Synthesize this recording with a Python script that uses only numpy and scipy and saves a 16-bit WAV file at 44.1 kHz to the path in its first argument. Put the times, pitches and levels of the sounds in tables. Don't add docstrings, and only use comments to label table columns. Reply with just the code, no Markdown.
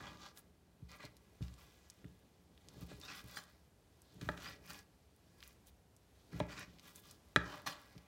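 import sys
import numpy as np
from scipy import signal
from scipy.fft import rfft, irfft, next_fast_len
from scipy.io import wavfile

SR = 44100
rng = np.random.default_rng(int(sys.argv[2]) if len(sys.argv) > 2 else 0)


def dump(signal):
    limited = np.clip(np.atleast_2d(signal).T, -1, 1)
    pcm = np.round(limited * 32767).astype(np.int16)
    wavfile.write(sys.argv[1], SR, pcm)


def boost(x):
    u = np.asarray(x, float) / 20
    return 10 ** u


N = 355882


def rms_one(x):
    return x / np.sqrt(np.mean(x ** 2) + 1e-20)


def in_time(rows):
    s, *columns = np.transpose(rows)
    return [np.interp(np.arange(N) / SR, s, c) for c in columns]


def lowpass(x, cut_hz):
    return signal.sosfilt(signal.butter(2, cut_hz, fs=SR, output="sos"), x)


def band(x, low_hz, high_hz):
    edges = [low_hz, min(high_hz, 0.45 * SR)]
    return signal.sosfilt(signal.butter(2, edges, "band", fs=SR, output="sos"), x)


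def drift(rate_hz):
    step, settle = 20, 2000
    r = np.exp(-2 * np.pi * rate_hz * step / SR)
    noise = rng.standard_normal(N // step + settle + 2)
    slow = signal.lfilter([1], [1, -2 * r, r * r], noise)[settle:]
    return np.interp(np.arange(N) / step, np.arange(len(slow)), rms_one(slow))


def ring(force, modes):
    out = np.zeros(len(force))
    for k, (hz, level_db, t60) in enumerate(modes):
        r = boost(-60 / (t60 * SR))
        w = 2 * np.pi * hz / SR
        mode = signal.lfilter([0, np.sin(w)], [1, -2 * r * np.cos(w), r * r], force + 1e-18)
        out += (-1) ** k * boost(level_db) * mode
    return out


def grains(per_s, spread_db):
    sizes = boost(spread_db * np.minimum(rng.exponential(1, N), 5)) * rng.choice([-1, 1], N)
    return rms_one(sizes * (rng.random(N) < per_s / SR))


def gliding(force, hz, width_hz):
    turn = np.exp(2j * np.pi * np.cumsum(hz) / SR)
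    return rms_one((lowpass(force / turn, width_hz / 2) * turn).real)


def patchy(x, low_hz, high_hz, patchy_db):
    edges = low_hz * 2 ** np.arange(0, np.log2(high_hz / low_hz), 1 / 3)
    out = np.zeros(N)
    for k, hz in enumerate(edges):
        part = band(x, hz, hz * 2 ** (1 / 3))
        out += (-1) ** k * part * boost(patchy_db * drift(4.5))
    return rms_one(out)


# (frequency [Hz], relative density [dB per Hz])
HUM_SPECTRUM = [(18, -43), (30, -32), (47, -9), (70, -5.5), (161, -18), (512, -22.5), (632, -26),
                (684, -24), (1160, -31.5), (1910, -34), (12300, -41.5), (16000, -47)]


def hum():
    hz, level_db = np.transpose(HUM_SPECTRUM)
    bins = np.arange(N // 2 + 1) * SR / N + 1
    colour = boost(np.interp(np.log(bins), np.log(hz), level_db))
    noise = irfft(rfft(rng.standard_normal(N)) * colour, N)
    return boost(-68.5 + 1.1 * drift(1.0)) * rms_one(noise)


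# (start [s], length [s], wood rasp [dB], edge hiss [dB], wet sizzle [dB])
STROKES = [(-0.08, 0.3, -61, -62.5, -77), (0.154, 0.19, -63.5, -59.5, -73), (0.342, 0.08, -71, -68.5, -60),
           (0.873, 0.13, -62, -68.5, -73), (0.962, 0.15, -61.5, -63.5, -74.5), (2.79, 0.063, -63, -64, -65),
           (2.858, 0.11, -64, -65, -77), (2.995, 0.11, -61.5, -62.5, -68), (3.044, 0.14, -57.5, -56.5, -68),
           (3.115, 0.13, -60, -58, -61.5), (3.196, 0.29, -65.5, -62.5, -65.5),
           (4.322, 0.28, -56, -58, -67.5), (4.593, 0.27, -59.5, -61, -63.5),
           (4.688, 0.034, -54.5, -55.5, -60), (5.328, 0.26, -71.5, -72, -72), (5.65, 0.06, -78, -70.5, -65),
           (6.276, 0.19, -61, -65.5, -73), (6.466, 0.11, -54.5, -58.5, -69.5),
           (6.526, 0.15, -52, -58, -67.5), (6.795, 0.17, -65.5, -65.5, -67.5),
           (6.925, 0.098, -70.5, -69, -62), (6.975, 0.22, -72, -67.5, -70),
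           (7.377, 0.29, -60.5, -62, -70.5)]
# (start [s], t60 [s], wood rasp [dB], edge hiss [dB], wet sizzle [dB])
SKIDS = [(0.885, 0.68, -70.5, -68, -74), (0.994, 0.22, -56.5, -72, -85.5),
         (1.415, 0.66, -69.5, -65.5, -71.5), (1.576, 0.92, -68.5, -66.5, -71.5),
         (3.366, 0.12, -50.5, -50, -53), (4.212, 1.03, -60, -63, -68), (6.403, 0.27, -55, -84.5, -87),
         (7.362, 2.1, -65, -71, -87), (7.661, 0.28, -46.5, -47, -56)]
# (time [s], level [dB])
HANDLING = [(0.0, -81), (0.7, -88.5), (1.15, -82), (1.4, -80.5), (1.9, -77.5), (2.5, -87), (2.77, -71),
            (3.5, -75), (3.75, -94), (4.15, -75.5), (4.9, -88), (5.35, -82), (5.7, -100.5), (6.2, -82),
            (6.72, -74.5), (7.25, -81.5), (7.8, -71), (8.07, -81.5)]


def rubbing():
    t = np.arange(N) / SR
    rustle_db, = in_time(HANDLING)
    offsets_db = np.array([[-3.5], [0], [-6]])
    power = boost(rustle_db + offsets_db) ** 2
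    for start, length, *levels_db in STROKES:
        arch = np.sin(np.pi * np.clip((t - start) / length, 0, 1)) ** 2.04
        power = power + (boost(levels_db)[:, None] * arch) ** 2
    for start, t60, *levels_db in SKIDS:
        age = np.maximum(t - start, 0)
        slide = np.minimum(age / 0.0057, 1) * boost(-60 * age / t60)
        power = power + (boost(levels_db)[:, None] * slide) ** 2
    return np.sqrt(power)


# (frequency [Hz], relative level [dB], free t60 [s])
BOARD = [(601, -8.5, 0.078), (786, -13.5, 0.018), (860, -17.5, 0.11), (980, -10, 0.031),
         (1211, -3.5, 0.035), (1347, -10.5, 0.097), (1677, -5.5, 0.1), (1678, 14, 0.011),
         (1942, 0.5, 0.033), (2106, 0, 0.014), (2490, -6, 0.055), (3310, -7, 0.045), (3940, 9.5, 0.016)]


def wood_rasp(catch, hard, hollow_db, wood_hz):
    ringing = [mode for mode in BOARD if mode[2] > 0.014]
    wood = rms_one(ring(catch, ringing)) + boost(-4.5) * rms_one(band(catch, 430, 4050))
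    wood = patchy(wood, 488, 2800, patchy_db=1.8)
    low = signal.sosfiltfilt(signal.butter(2, 1400, fs=SR, output="sos"), wood)
    under_edge = hard * gliding(catch, wood_hz, 510)
    return wood + (boost(hollow_db) - 1) * low + boost(-2) * under_edge


# (frequency [Hz], relative level [dB], t60 [s])
COUNTER = [(65.2, -15.5, 0.24), (79.7, -5.5, 0.039), (127.5, -7, 0.072), (176.1, -12, 0.13),
           (274, -5, 0.031), (305.3, -9, 0.066), (426.2, -22, 0.17)]


def counter_bend(catch):
    return boost(-5.5) * rms_one(band(ring(catch, COUNTER), 140, 727.8))


# (multiple of its lowest pitch, relative level [dB])
BLADE_OVERTONES = [(1, -0.5), (1.43, -3.5)]


def singing_steel(catch, blade_hz):
    steel = np.zeros(N)
    for multiple, level_db in BLADE_OVERTONES:
        swell = boost(level_db - 11.5 + 8.6 * drift(5.8))
        steel += swell * gliding(catch, multiple * blade_hz, 220)
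    return steel


def juice():
    spray = rng.standard_normal(N)
    pops = signal.lfilter([1], [1, -boost(-60 / (0.0064 * SR))], np.abs(grains(70, spread_db=2.0)))
    return rms_one(band(spray * (1 + boost(-4) * rms_one(pops)), 8200, 21000))


def ticks(sizzle):
    often = np.clip((sizzle / boost(-78)) ** 2, 0, 1)
    sizes = boost(5.3 * np.minimum(rng.exponential(1, N), 3))
    sizes = sizes * (rng.random(N) < 22 * often / SR)
    burst = signal.lfilter([1], [1, -boost(-60 / (0.0037 * SR))], sizes + 1e-18)
    return boost(-66) * burst * rms_one(band(rng.standard_normal(N), 5500, 20000))


# (time [s], gain of hollow low modes [dB], wood under the edge [Hz], free length of blade [Hz])
CONTACT = [(0.0, 11, 1170, 3340), (0.2, 8, 1190, 3200), (0.28, 8, 1330, 3300), (0.95, 4.5, 1480, 3070),
           (3.03, 2.5, 1520, 2500), (3.13, 4, 1480, 2730), (3.16, -1.5, 1300, 3440), (3.3, 8.5, 1420, 3400),
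           (4.38, -1, 1420, 2950), (4.52, 1.5, 1640, 3570), (4.71, -1, 1610, 3290), (6.49, 0, 1540, 3100),
           (6.61, -2, 1650, 3790), (7.45, 10.5, 1590, 3100)]


def scrape():
    rasp, hiss, sizzle = rubbing()
    hollow_db, wood_hz, blade_hz = in_time(CONTACT)
    catch = grains(6000, spread_db=3.1) * boost(1.2 * drift(60))
    hard = np.minimum(hiss / boost(-60), 1) ** 2
    wood = wood_rasp(catch, hard, hollow_db, wood_hz) + counter_bend(catch)
    edge = patchy(band(catch, 1660, 5700), 2930, 8000, patchy_db=2.0)
    edge = edge + hard * singing_steel(catch, blade_hz)
    return rasp * wood + hiss * edge + sizzle * juice() + ticks(sizzle)


# (time [s], rumble level [dB])
SHOVE = [(0.0, -56), (0.36, -73), (2.6, -71), (2.8, -62), (3.0, -66.5), (3.89, -77), (4.1, -73),
         (4.2, -63.5), (4.43, -62), (4.9, -74), (6.02, -76), (6.25, -76), (6.36, -57), (6.5, -67.5),
         (8.07, -75)]


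def shove():
    push_db, = in_time(SHOVE)
    lumps = rng.standard_normal(N) * boost(2.5 * drift(35))
    rumble = rms_one(ring(lumps, COUNTER)) + boost(-6) * rms_one(band(lumps, 130, 640))
    return boost(push_db) * rms_one(rumble)


# (frequency [Hz], relative level rubbed near the tip [dB],
# relative level rubbed near the heel [dB], t60 [s])
BLADE = [(3100, -11, -20, 0.23), (3300, -17, 2.5, 0.026), (3580, -22, -8, 0.19), (4174, 1, 3, 0.06),
         (4800, -2, 1.5, 0.068), (5500, -13, -25, 0.19), (5880, -25, 1, 0.069), (7200, -4, -18, 0.12),
         (8700, -29, -4.5, 0.035), (8750, -9, -12, 0.083), (10480, -19, -5, 0.044), (12000, -27, -1, 0.033),
         (14870, -7.5, -26, .03)]


def blade_at(place):
    place = np.clip(place, 0, 1)
    return [(hz, tip_db + place * (heel_db - tip_db), t60) for hz, tip_db, heel_db, t60 in BLADE]


# (time [s], peak level [dB],
# hardness [octaves above 100 Hz], weight on the counter [dB])
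THUDS = [(0.005, -43, 3.9, 6), (0.815, -43.5, 0.12, 19), (1.408, -33, 0.12, 4), (2.042, -43, 1.5, 8),
         (2.769, -46, 0.65, -1), (2.816, -39.5, 0.81, 4), (2.929, -47, 0.35, 4), (3.242, -44.5, 0.15, -3),
         (4.153, -51.5, 1.3, 6), (4.217, -38.5, 1.1, 2), (4.259, -38.5, 0.72, 16), (6.32, -46.5, 1.7, 15),
         (6.35, -41, 1.1, 14), (6.68, -50, 0.14, -6), (7.953, -47, 1.4, 6.5)]
# (time [s], peak level before the blade ring is added [dB],
# hardness [octaves above 100 Hz, cutoff held to 9 kHz], weight on the counter [dB],
# gain of hollow low modes [dB], gain of solid middle modes [dB])
KNOCKS = [(1.038, -45, 3.6, 13.5, 10.5, -10), (2.915, -45.5, 2.55, 0, 4, 0),
          (3.372, -35.5, 4.3, -7, -14, 9), (4.212, -42.5, 6.2, 9, 1, 8.5), (4.289, -23, 3.84, 1.5, 6.5, 3),
          (4.376, -42, 4.9, -11, 0, 0), (6.333, -40.5, 2.9, 22, -14, 8), (6.4014, -26, 3.77, 6, 9.5, -10),
          (7.3612, -11, 4.5, 0.5, -2.5, 2), (7.665, -34, 7.1, -12, -15.5, 7)]


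def blows():
    out, length = np.zeros(N + SR), SR // 2
    age = np.arange(length) / SR
    click = np.eye(1, length)[0]
    crack = rng.standard_normal(length) * (boost(-60 * age / 0.008) + boost(-20 - 60 * age / 0.07))
    for s, peak_db, hardness, weight_db, *place_db in KNOCKS + THUDS:
        cut_hz = np.clip(100 * 2 ** hardness, 40, 9000)
        push = lowpass(click, cut_hz)
        late = np.concatenate([np.zeros(round(0.00398 * SR)), push])[:length]
        hollow_db, solid_db = place_db or (0, 0)
        board = []
        for hz, level_db, t60 in BOARD:
            place_gain_db = hollow_db if hz < 1120 else solid_db * (hz < 1950)
            board.append((hz, level_db + place_gain_db, t60 * 0.83))
        hit = ring(push, board) + boost(weight_db) * ring(late, COUNTER)
        hit = hit + boost(14) * lowpass(crack, cut_hz)
        hit = hit / np.abs(hit).max()
        if place_db:
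            hit = hit + boost(-38) * ring(click, blade_at(0.43))
        i = round(s * SR)
        out[i:i + length] += boost(peak_db) * hit
    return out[:N]


# (time [s], peak level [dB], centre [Hz])
SMACKS = [(0.172, -50.5, 4830), (0.374, -43.5, 7120), (0.916, -44.5, 5330), (1.0518, -41.5, 4850),
          (1.1678, -49, 8300), (1.426, -44, 4260), (1.4822, -47, 3940), (1.54, -50, 6900),
          (1.9, -41.5, 7900), (2.0444, -49, 2790), (2.577, -51, 3940), (2.6861, -42.5, 6500),
          (2.9997, -51, 12500), (3.014, -42, 5300), (3.1618, -46, 9200), (3.438, -47, 7500),
          (4.019, -48.5, 11600), (4.214, -40.5, 4750), (4.378, -45, 3520), (4.421, -43, 5270),
          (4.733, -45, 9300), (4.79, -46, 7000), (5.405, -48.5, 4070), (5.4275, -38, 3530),
          (5.4362, -46, 5370), (5.4766, -45.5, 12600), (5.67, -50, 12000), (5.965, -52, 9200),
          (6.594, -42.5, 9900), (6.786, -48.5, 4140), (6.7958, -45.5, 4950), (6.9587, -43, 9600),
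          (7.1105, -45.5, 9400), (7.979, -48, 4500)]


def smacks():
    length = 400
    out, age = np.zeros(N + length), np.arange(length) / SR
    decay = boost(-60 * age / 0.0039) + boost(-11 - 60 * age / 0.046)
    for s, peak_db, hz in SMACKS:
        snap = rng.standard_normal(length) * decay
        burst = band(snap, hz / 2.08, hz * 1.23) + boost(-18) * band(snap, 1400, 13000)
        i = round(s * SR)
        out[i:i + length] += boost(peak_db) * burst / np.abs(burst).max()
    return out[:N]


# (start [s], length of touch [s], rms level during touch [dB], place [0 tip to 1 heel])
GRAZES = [(3.35, 0.04, -54, 0.055), (7.658, 0.021, -48, 1), (7.689, 0.043, -60, 0.68)]


def grazes():
    out, length = np.zeros(N + SR), SR // 2
    ringing = [mode for mode in BOARD if mode[2] > 0.03]
    for s, touch_s, level_db, place in GRAZES:
        catch = rng.standard_normal(length) ** 3
        touch = np.sin(np.pi * np.clip(np.arange(length) / SR / touch_s, 0, 1) ** 1.17)
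        force = catch * touch
        sing = ring(force, blade_at(place)) + boost(10 - 20 * (2 - place)) * ring(force, ringing)
        i = round(s * SR)
        out[i:i + length] += boost(level_db) * sing / np.std(sing[:round(touch_s * SR)])
    return out[:N]


# (delay [s], ...)
SCATTER_S = (0.0013, 0.0031, 0.0053)


def kitchen(x):
    room_t60_s, wall_cut_hz = 0.64, 3200
    size = next_fast_len(N + SR)
    hz = np.arange(size // 2 + 1) * SR / size
    wall = 1 / (1 + 1j * hz / wall_cut_hz)
    tail = 0
    for k, lag in enumerate(rng.uniform(0.0089, 0.04, 10)):
        trip = boost(-60 * lag / room_t60_s) * wall * np.exp(-2j * np.pi * hz * lag)
        tail = tail + (-1) ** k * trip / (1 - trip)
    for lag in SCATTER_S:
        turn = np.exp(-2j * np.pi * hz * lag)
        tail = tail * (turn - 0.6) / (1 - 0.6 * turn)
    return irfft(rfft(x, size) * tail, size)[:N]


def scene():
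    near = scrape() + shove() + blows() + smacks() + grazes()
    return (hum() + near + boost(-24) * kitchen(near))[None]


def low_pass(x):
    return signal.sosfilt(signal.butter(12, 16470, fs=SR, output="sos"), x)


def record(dry):
    cut = signal.sosfilt(signal.butter(3, 45, "high", fs=SR, output="sos"), dry)
    cut = signal.sosfilt(signal.cheby2(10, 40, 16600, fs=SR, output="sos"), cut)
    return low_pass(cut)


dry = scene()
out = record(dry)
dump(out)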